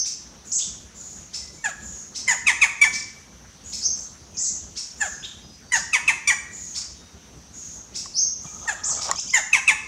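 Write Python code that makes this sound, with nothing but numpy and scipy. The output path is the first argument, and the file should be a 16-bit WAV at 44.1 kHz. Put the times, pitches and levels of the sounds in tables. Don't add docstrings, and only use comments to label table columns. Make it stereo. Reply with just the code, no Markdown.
import sys
import numpy as np
from scipy import signal
from scipy.io import wavfile
from scipy.ndimage import uniform_filter1d

SR = 44100
rng = np.random.default_rng(int(sys.argv[2]) if len(sys.argv) > 2 else 0)


def decibels_to_gain(level_db):
    exponent = np.asarray(level_db, float) / 20
    return 10 ** exponent


def dump(signal):
    limited = np.clip(np.atleast_2d(signal).T, -1, 1)
    pcm = np.round(limited * 32767).astype(np.int16)
    wavfile.write(sys.argv[1], SR, pcm)


N = 435266
LEAD = 4410

# start in seconds, length in seconds, effort in dB, first pitch in Hz.
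HOOT_NOTES = [
    (1.644, 0.053, -22, 908),
    (5.008, 0.06, -22, 914),
    (8.68, .049, -21.5, 939),
]
OPENER_NOTES = [
    (2.281, 0.061, -18, 1057),
    (5.723, 0.061, -18.5, 1020),
    (9.339, .056, -16.5, 1052),
]
BARK_NOTES = [(2.472, 0.048, -12, 1323), (2.618, 0.043, -12.5, 1340), (5.935, 0.046, -13, 1342),
              (6.081, 0.035, -12, 1365), (9.533, 0.052, -13, 1335), (9.681, 0.045, -12, 1360)]
CLOSER_NOTES = [
    (2.818, .052, -12.5, 1188),
    (6.277, .052, -13.5, 1198),
]
# share of the length, share of the first pitch, effort in dB, beak ring in dB.
HOOT_SHAPE = [(0, 1, -5.5, 27), (0.302, 0.92, 1.5, 22.5), (0.601, .86, -9, 21), (1, .73, -9.5, 25)]
OPENER_SHAPE = [(0, 0.99, -1, 8), (0.169, .96, -1.5, 19.4), (0.682, .835, -3, 20), (1, .65, -13, 16)]
BARK_SHAPE = [(0, 0.97, -1, 6.2), (.2, .885, -1.5, 2.4), (.66, .68, -5.5, 8), (1, .615, -14.5, 11)]
CLOSER_SHAPE = [(0, 0.97, -1, 2.8), (.33, 0.98, -2, 2.3), (.62, .785, -6, 9), (1, .69, -14, 14)]


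def falcon(mix, tails):
    falcon_notes(mix, tails, HOOT_NOTES, HOOT_SHAPE,
                 ring_hz=(7100, 6900), bright_db=(-4.5, -12), chest_db=(3.5, 9))
    falcon_notes(mix, tails, OPENER_NOTES, OPENER_SHAPE,
                 ring_hz=(7000, 6700), bright_db=(.6, -7), chest_db=(-2.5, 7))
    falcon_notes(mix, tails, BARK_NOTES, BARK_SHAPE,
                 ring_hz=(6350, 6800), bright_db=(3.5, -6.5), chest_db=(-1.5, 3.5))
    falcon_notes(mix, tails, CLOSER_NOTES, CLOSER_SHAPE,
                 ring_hz=(6000, 6800), bright_db=(6, -5.5), chest_db=(-4.5, 3.5))


# frequency in Hz, gain in dB.
THROAT_COLOUR = [(550, -3.5), (1000, -6), (1400, -13), (1900, -1.5), (2500, -0.5), (3100, -0.5),
                 (4300, -8.5), (5500, -2.5), (8300, -8), (9600, -12), (10900, -22.5), (13000, -47.5),
                 (15500, -53)]
VOICE_FOLDS = [-4, 9, -7, -9, -7.5, -5.5]
# delay in seconds, level in dB.
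NEAR_BRANCHES = [(.0045, -8.5), (.009, -10), (.015, -13)]


def falcon_notes(mix, tails, calls, shape, ring_hz, bright_db, chest_db):
    hum_s, yelp_s = .013, .018
    share, *form = np.transpose(shape)
    for start, length, top_db, top_hz in calls:
        t = np.arange(-hum_s, length + yelp_s, 1 / SR)
        u = t / length
        sag, effort_db, ring_db = (np.interp(u, share, column) for column in form)
        hum = np.interp(t, [-hum_s, -.004, -.002], [1.6, 1, 0])
        yelp = np.clip((t - length) / yelp_s, 0, 1)
        effort_db = top_db + effort_db - 17 * hum - 17 * yelp
        wobble = np.interp(u, [0, 1], [.005, .046]) * wander(len(t), 77.5)
        hz = top_hz * sag * (1 - .26 * yelp) * (1 + wobble)
        turns = np.cumsum(hz) / SR
        cavity_hz = np.interp(u, [0, 1], ring_hz)
        shine_db = np.interp(u, [0, 1], bright_db) - 14 * hum
        stretch = (1100 / top_hz) ** .5 - 1
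        stack = 0
        for k, folds_db in enumerate(np.pad(VOICE_FOLDS, (0, 14), "edge"), 1):
            tone_hz = k * hz
            throat_db = read(THROAT_COLOUR, tone_hz * (1 + stretch * np.exp(-(tone_hz / 5000) ** 2)))
            ring = (ring_db - 9 * hum) * np.exp(-((tone_hz - cavity_hz) / 600) ** 2)
            treble = shine_db * np.clip((tone_hz - 3500) / 1500, 0, 1)
            if k > 1:
                uneven = min(1.16 * k, 4.5) * wander(len(t), 250)
            else:
                uneven = np.interp(u, [0, .6], chest_db) + 2.4 * wander(len(t), 300)
            gain = decibels_to_gain(folds_db + throat_db + ring + treble + uneven) * (tone_hz < 15700)
            stack = stack + gain * np.cos(2 * np.pi * k * turns + k * k)
        hoarse = 1 + 0.14 * wander(len(t), 60)
        effort = uniform_filter1d(decibels_to_gain(effort_db - 5.5), size=90)
        note = effort * stack * hoarse * signal.windows.tukey(len(t), .1)
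        note = signal.sosfilt(signal.butter(4, 420, "high", fs=SR, output="sos"), note)
        note = np.pad(note, (0, SR // 20))
        limbs = sum(decibels_to_gain(db) * np.roll(note, round(s * rng.uniform(.8, 1.2) * SR)) for s, db in NEAR_BRANCHES)
        add(mix, start + t[0], echoes(note + limbs, tails, wet_db=-6.0, build_s=0.0017, pan_db=1.5))


# start in seconds, length in seconds, level in dB.
SCOLD_CHIPS = [(0.044, 0.022, -24), (1.328, 0.021, -24.5), (2.142, 0.024, -24.5), (2.92, 0.024, -22.5),
               (3.72, 0.019, -24), (4.752, .029, -25), (5.735, .034, -27), (6.743, 0.023, -23),
               (7.938, 0.028, -24.5), (9.007, 0.017, -21.5)]
# from Hz, to Hz.
SCOLD_SWEEP = (1440, 2880)
# start in seconds, length in seconds, from Hz, to Hz, level in dB.
RISING_CALLS = [
    (-.07, 0.066, 4200, 6240, -18.5),
    (3.811, 0.053, 4060, 6365, -18.5),
    (8.138, 0.065, 4180, 6395, -16.5),
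]
ARCHED_CALLS = [
    (.518, 0.044, 4550, 8190, -18),
    (4.341, .038, 5120, 7070, -37),
    (4.37, 0.11, 4240, 8010, -22),
    (8.836, 0.076, 4444, 8220, -21.5),
]
DROPPING_CALLS = [
    (.579, 0.014, 6000, 2540, -23.5),
    (4.436, 0.014, 6600, 3820, -25.5),
    (8.901, 0.013, 6470, 4060, -24),
]
CHUP_CALLS = [
    (.594, 0.034, 1410, 3500, -39),
    (.604, 0.028, 3070, 3546, -31.5),
    (5.225, .014, 2310, 3500, -38),
    (5.237, 0.024, 3400, 3727, -31),
    (5.243, 0.019, 1900, 3370, -35),
]
CLOSE_CHIPS = [
    (9.155, 0.009, 3070, 3570, -27),
    (9.162, .04, 2356, 3710, -27.5),
    (9.265, 0.017, 2997, 3630, -32),
    (9.277, 0.034, 2260, 3380, -30.5),
]
SEEP_CALLS = [(0.449, 0.056, 6870, 6540, -37), (.944, .25, 7080, 6650, -39),
              (1.519, 0.044, 6900, 7280, -44), (1.801, 0.23, 7000, 6460, -38),
              (3.637, 0.16, 6780, 6950, -36), (3.95, 0.062, 7630, 7200, -39.5),
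              (4.971, .16, 7000, 6400, -36), (6.51, .26, 7000, 6390, -36.5), (7.531, 0.24, 6705, 6490, -38),
              (8.399, 0.3, 6580, 6280, -38.5)]
# start in seconds, length in seconds, pitch in Hz, level in dB.
FAR_PIPES = [(1.42, 0.018, 2050, -52), (1.575, .05, 2280, -57), (4.245, 0.075, 6700, -58),
             (4.349, .019, 2500, -52.5), (4.4, .027, 1963, -55), (4.49, 0.033, 2100, -61),
             (5.142, 0.1, 5140, -52), (5.425, 0.066, 5020, -52.5), (5.626, 0.1, 4640, -57.5),
             (6.966, 0.11, 3770, -60), (8.463, 0.033, 2395, -53), (8.969, 0.11, 2300, -52)]


def canopy(mix, tails):
    scolds = [(s, length, *SCOLD_SWEEP, db) for s, length, db in SCOLD_CHIPS]
    pipes = [(s, length, hz, hz - 50, db) for s, length, hz, db in FAR_PIPES]
    songbird(mix, tails, scolds, lambda u: u ** 1.8, [2.5, 8.0, 5.5, -4, -3, -12.5],
             wet_db=8.0, build_s=.006, waver=0.05, swell=1.5, pan_db=2.5, open_db=17)
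    songbird(mix, tails, RISING_CALLS, lambda u: np.minimum(u / .75, 1) ** 0.78, [0, -15],
             wet_db=12, build_s=0.0037, waver=0.01, swell=2.3)
    songbird(mix, tails, ARCHED_CALLS, trill, [0], wet_db=10.5, build_s=0.0012, waver=0.0068, swell=0.59)
    songbird(mix, tails, DROPPING_CALLS, straight, [0], wet_db=15.0, build_s=0.0023, waver=0.021, swell=1.0)
    songbird(mix, tails, CHUP_CALLS, lambda u: np.sin(2.4 * u), [0, -19, -30],
             wet_db=2, build_s=.008, waver=0.051, swell=0.82)
    songbird(mix, tails, CLOSE_CHIPS, lambda u: 0.228 * u + 1.095 * u ** 6, [-6, 0, -20],
             wet_db=1.0, build_s=0.0042, waver=0.029, swell=3.9, open_db=10)
    songbird(mix, tails, SEEP_CALLS, straight, [0], wet_db=13.5, build_s=0.0073, waver=0.15, swell=0.16)
    songbird(mix, tails, pipes, straight, [0], wet_db=1, build_s=0.026, waver=0.0047, swell=.7)


def straight(u):
    return u


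def trill(u):
    return np.minimum(u / 0.25, 1) ** 0.52 - 0.64 * u * np.sin(np.pi * 17 * u) ** 2


# frequency in Hz, gain in dB.
BEAK_COLOUR = [(1500, -41), (2200, -18.5), (3500, -9), (4200, -7.5), (5400, 1), (6100, 1.5), (7000, 0),
               (8300, -10.5), (10000, -12.5), (13000, -51.5)]


def songbird(mix, tails, calls, glide, overtones_db, wet_db, build_s, waver, swell, pan_db=2.0, open_db=0):
    for s, length, from_hz, to_hz, db in calls:
        u = np.linspace(0, 1, round(length * SR))
        flutter = waver * np.clip(wander(len(u), 30), -2.5, 2.5) ** 3 / 4
        hz = (from_hz + (to_hz - from_hz) * glide(u)) * (1 + flutter)
        turns = np.cumsum(hz) / SR
        tone = 0
        for k, overtone_db in enumerate(overtones_db, 1):
            closed_db = open_db * (k > 1) * (1 - u)
            gain = decibels_to_gain(overtone_db + read(BEAK_COLOUR, k * hz) - closed_db)
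            tone = tone + gain * np.sin(2 * np.pi * k * turns)
        breath = np.sin(np.pi * u ** swell) ** 0.12
        call = decibels_to_gain(db - wet_db) * evened(tone) * breath
        add(mix, s, echoes(call, tails, wet_db, build_s, pan_db))


# time in seconds, whir level in dB.
MOTOR_WHIR = [(8.42, -59), (8.44, -51), (8.65, -47.5), (8.84, -44.5), (9.0, -40.5), (9.04, -35),
              (9.11, -32), (9.16, -39.5), (9.23, -66)]
# frequency in Hz, width in Hz, level in dB.
GEAR_BANDS = [(745, 680, 8.5), (900, 160, -3), (1248, 87, 8), (2500, 150, -29), (3400, 900, 2)]
# time in seconds, peak in dB, treble tilt in dB.
STOP_CLICKS = [(8.058, -27, -14), (8.452, -30, -52), (8.896, -27, -22), (9.083, -30, -22),
               (9.1135, -3.5, 5), (9.132, -29, -25), (9.15, -29, -20)]
# frequency in Hz, level in dB, 60 dB decay in seconds.
SHELL_MODES = [(156, -29, 0.069), (1098, -0.5, 0.028), (1900, -7, 0.024), (4200, -6, 0.011),
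               (7000, 15, 0.004), (5730, 0, 0.0089), (8600, -7, 0.0046), (11000, -21, 0.0095),
               (13500, -18, .005)]


def lens(mix):
    s, whir_db = np.transpose(MOTOR_WHIR)
    t = np.arange(s[0], s[-1], 1 / SR)
    teeth = rng.standard_normal(len(t)) * decibels_to_gain(1.7 * wander(len(t), 360))
    whir = 0
    for hz, width, db in GEAR_BANDS:
        rattle = signal.filtfilt(*signal.iirpeak(hz, hz / width, SR), teeth)
        whir = whir + decibels_to_gain(db + 5.0 * wander(len(t), 900)) * evened(rattle)
    whir = decibels_to_gain(np.interp(t, s, whir_db)) * evened(whir) * signal.windows.tukey(len(t), .1)
    add(mix, s[0], whir * np.ones((2, 1)))
    t = np.arange(4000) / SR
    for s, db, treble_db in STOP_CLICKS:
        ring = 0
        for hz, mode_db, t60 in SHELL_MODES:
            tilt_db = treble_db * np.clip(np.log2(hz / 160) / 4, 0, 1)
            ring = ring + decibels_to_gain(mode_db + tilt_db - 60 * t / t60) * np.sin(2 * np.pi * hz * t)
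        ring *= 1 - np.exp(-t / 0.00052)
        add(mix, s, decibels_to_gain(db) * ring / abs(ring).max() * np.ones((2, 1)))


# frequency in Hz, density in dB per Hz.
WASH_COLOUR = [(15, -56), (25, -21.5), (49, 13), (96, -9.5), (161, -4), (194, 2), (247, -7.5), (602, -14),
               (1430, -17.5), (2250, -21.5), (2950, -20.5), (5060, -18.5), (5950, -24.5), (7180, -22.5),
               (15700, -41.5)]


def wash():
    air_db, insect_db, insect_hz, insect_width_hz = -45.5, -51.5, 6000, 640
    frames, hz = N // 256 + 5, np.fft.rfftfreq(1024, 1 / SR)
    a, b, c, d, patches = rng.standard_normal((frames, 513, 5)).T
    patches = evened(uniform_filter1d(uniform_filter1d(patches, 30, 0), 12, 1))
    hiss = ported(a + 1j * b, c + 1j * d, hz)
    rustle = np.exp(-(np.log(hz / 1600 + 1e-9) / 0.32) ** 2)[:, None] * wander(frames, 5.5)
    air_gain = decibels_to_gain(read(WASH_COLOUR, hz)[:, None] + 2.0 * patches + 2.9 * rustle)
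    air = signal.istft(hiss * air_gain, nperseg=1024, noverlap=768)[1]
    band = np.exp(-((hz - insect_hz) / insect_width_hz) ** 2)[:, None] * decibels_to_gain(0.5 * wander(frames, 60))
    insects = signal.istft(hiss[..., ::-1] * band, nperseg=1024, noverlap=768)[1]
    return (decibels_to_gain(air_db) * evened(air) + decibels_to_gain(insect_db) * evened(insects))[:, :N]


# frequency in Hz, 60 dB decay in seconds.
FOREST_DECAY = [(700, 0.6), (2200, 0.68), (4000, 0.49), (6500, 0.57), (10000, 0.29)]
# frequency in Hz, gain in dB.
LEAF_SCATTER = [(600, -10), (1200, 4), (2300, -3.5), (4000, 0), (7000, 3.5)]


def forest(count=10, size=33024):
    taps = rng.standard_normal((count, 2, size)) * (rng.random((count, 2, size)) < .06)
    hz, t, z = signal.stft(taps, SR, nperseg=256)
    decay_db = read(LEAF_SCATTER, hz)[:, None] - 60 * t / read(FOREST_DECAY, hz)[:, None]
    z = ported(z[:, 0], z[:, 1], hz) * decibels_to_gain(decay_db)
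    return signal.istft(z, SR, nperseg=256)[1].swapaxes(0, 1)


def echoes(x, tails, wet_db, build_s, pan_db):
    gather = 1 - np.exp(-np.arange(tails.shape[2]) / SR / build_s)
    tail = tails[rng.integers(len(tails))] * gather
    tail *= decibels_to_gain(wet_db) / np.linalg.norm(tail[0])
    tail[:, :2] += [.65, .35]
    return signal.fftconvolve(x[None], tail, axes=1) * decibels_to_gain(np.array([[pan_db], [-pan_db]]) / 2)


# frequency in Hz, left-right likeness from 0 to 1.
PORT_LIKENESS = [(60, 0.96), (180, 0.82), (550, 0.71), (1650, 0.54), (4970, 0.14), (15000, 0.017)]


def ported(left, other, hz):
    same = np.clip(read(PORT_LIKENESS, hz), -1, 1)[:, None]
    return np.array([left, same * left + np.sqrt(1 - same ** 2) * other])


def evened(x):
    return x / np.sqrt(np.mean(x ** 2) + 1e-20)


def read(points, hz):
    f, value = np.transpose(points)
    return np.interp(np.log(hz + 1), np.log(f + 1), value)


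def wander(count, span):
    return evened(uniform_filter1d(rng.standard_normal(count), max(int(span), 1)))


def add(mix, s, sound):
    part = mix[:, LEAD + round(s * SR):][:, :sound.shape[1]]
    part += sound[:, :part.shape[1]]


def scene():
    mix, tails = np.zeros((2, N + LEAD)), forest()
    falcon(mix, tails)
    canopy(mix, tails)
    lens(mix)
    return mix[:, LEAD:] + wash()


def band_limit(x):
    return signal.sosfilt(signal.butter(12, 16400, fs=SR, output="sos"), x)


def record(dry):
    no_bass = signal.sosfilt(signal.butter(6, 55, "high", fs=SR, output="sos"), dry)
    low_pass = signal.firwin(511, 15800, window=("kaiser", 9), fs=SR)
    band = signal.oaconvolve(no_bass, low_pass[None], "same")
    return band_limit(band)


dry = scene()
out = record(dry)
dump(out)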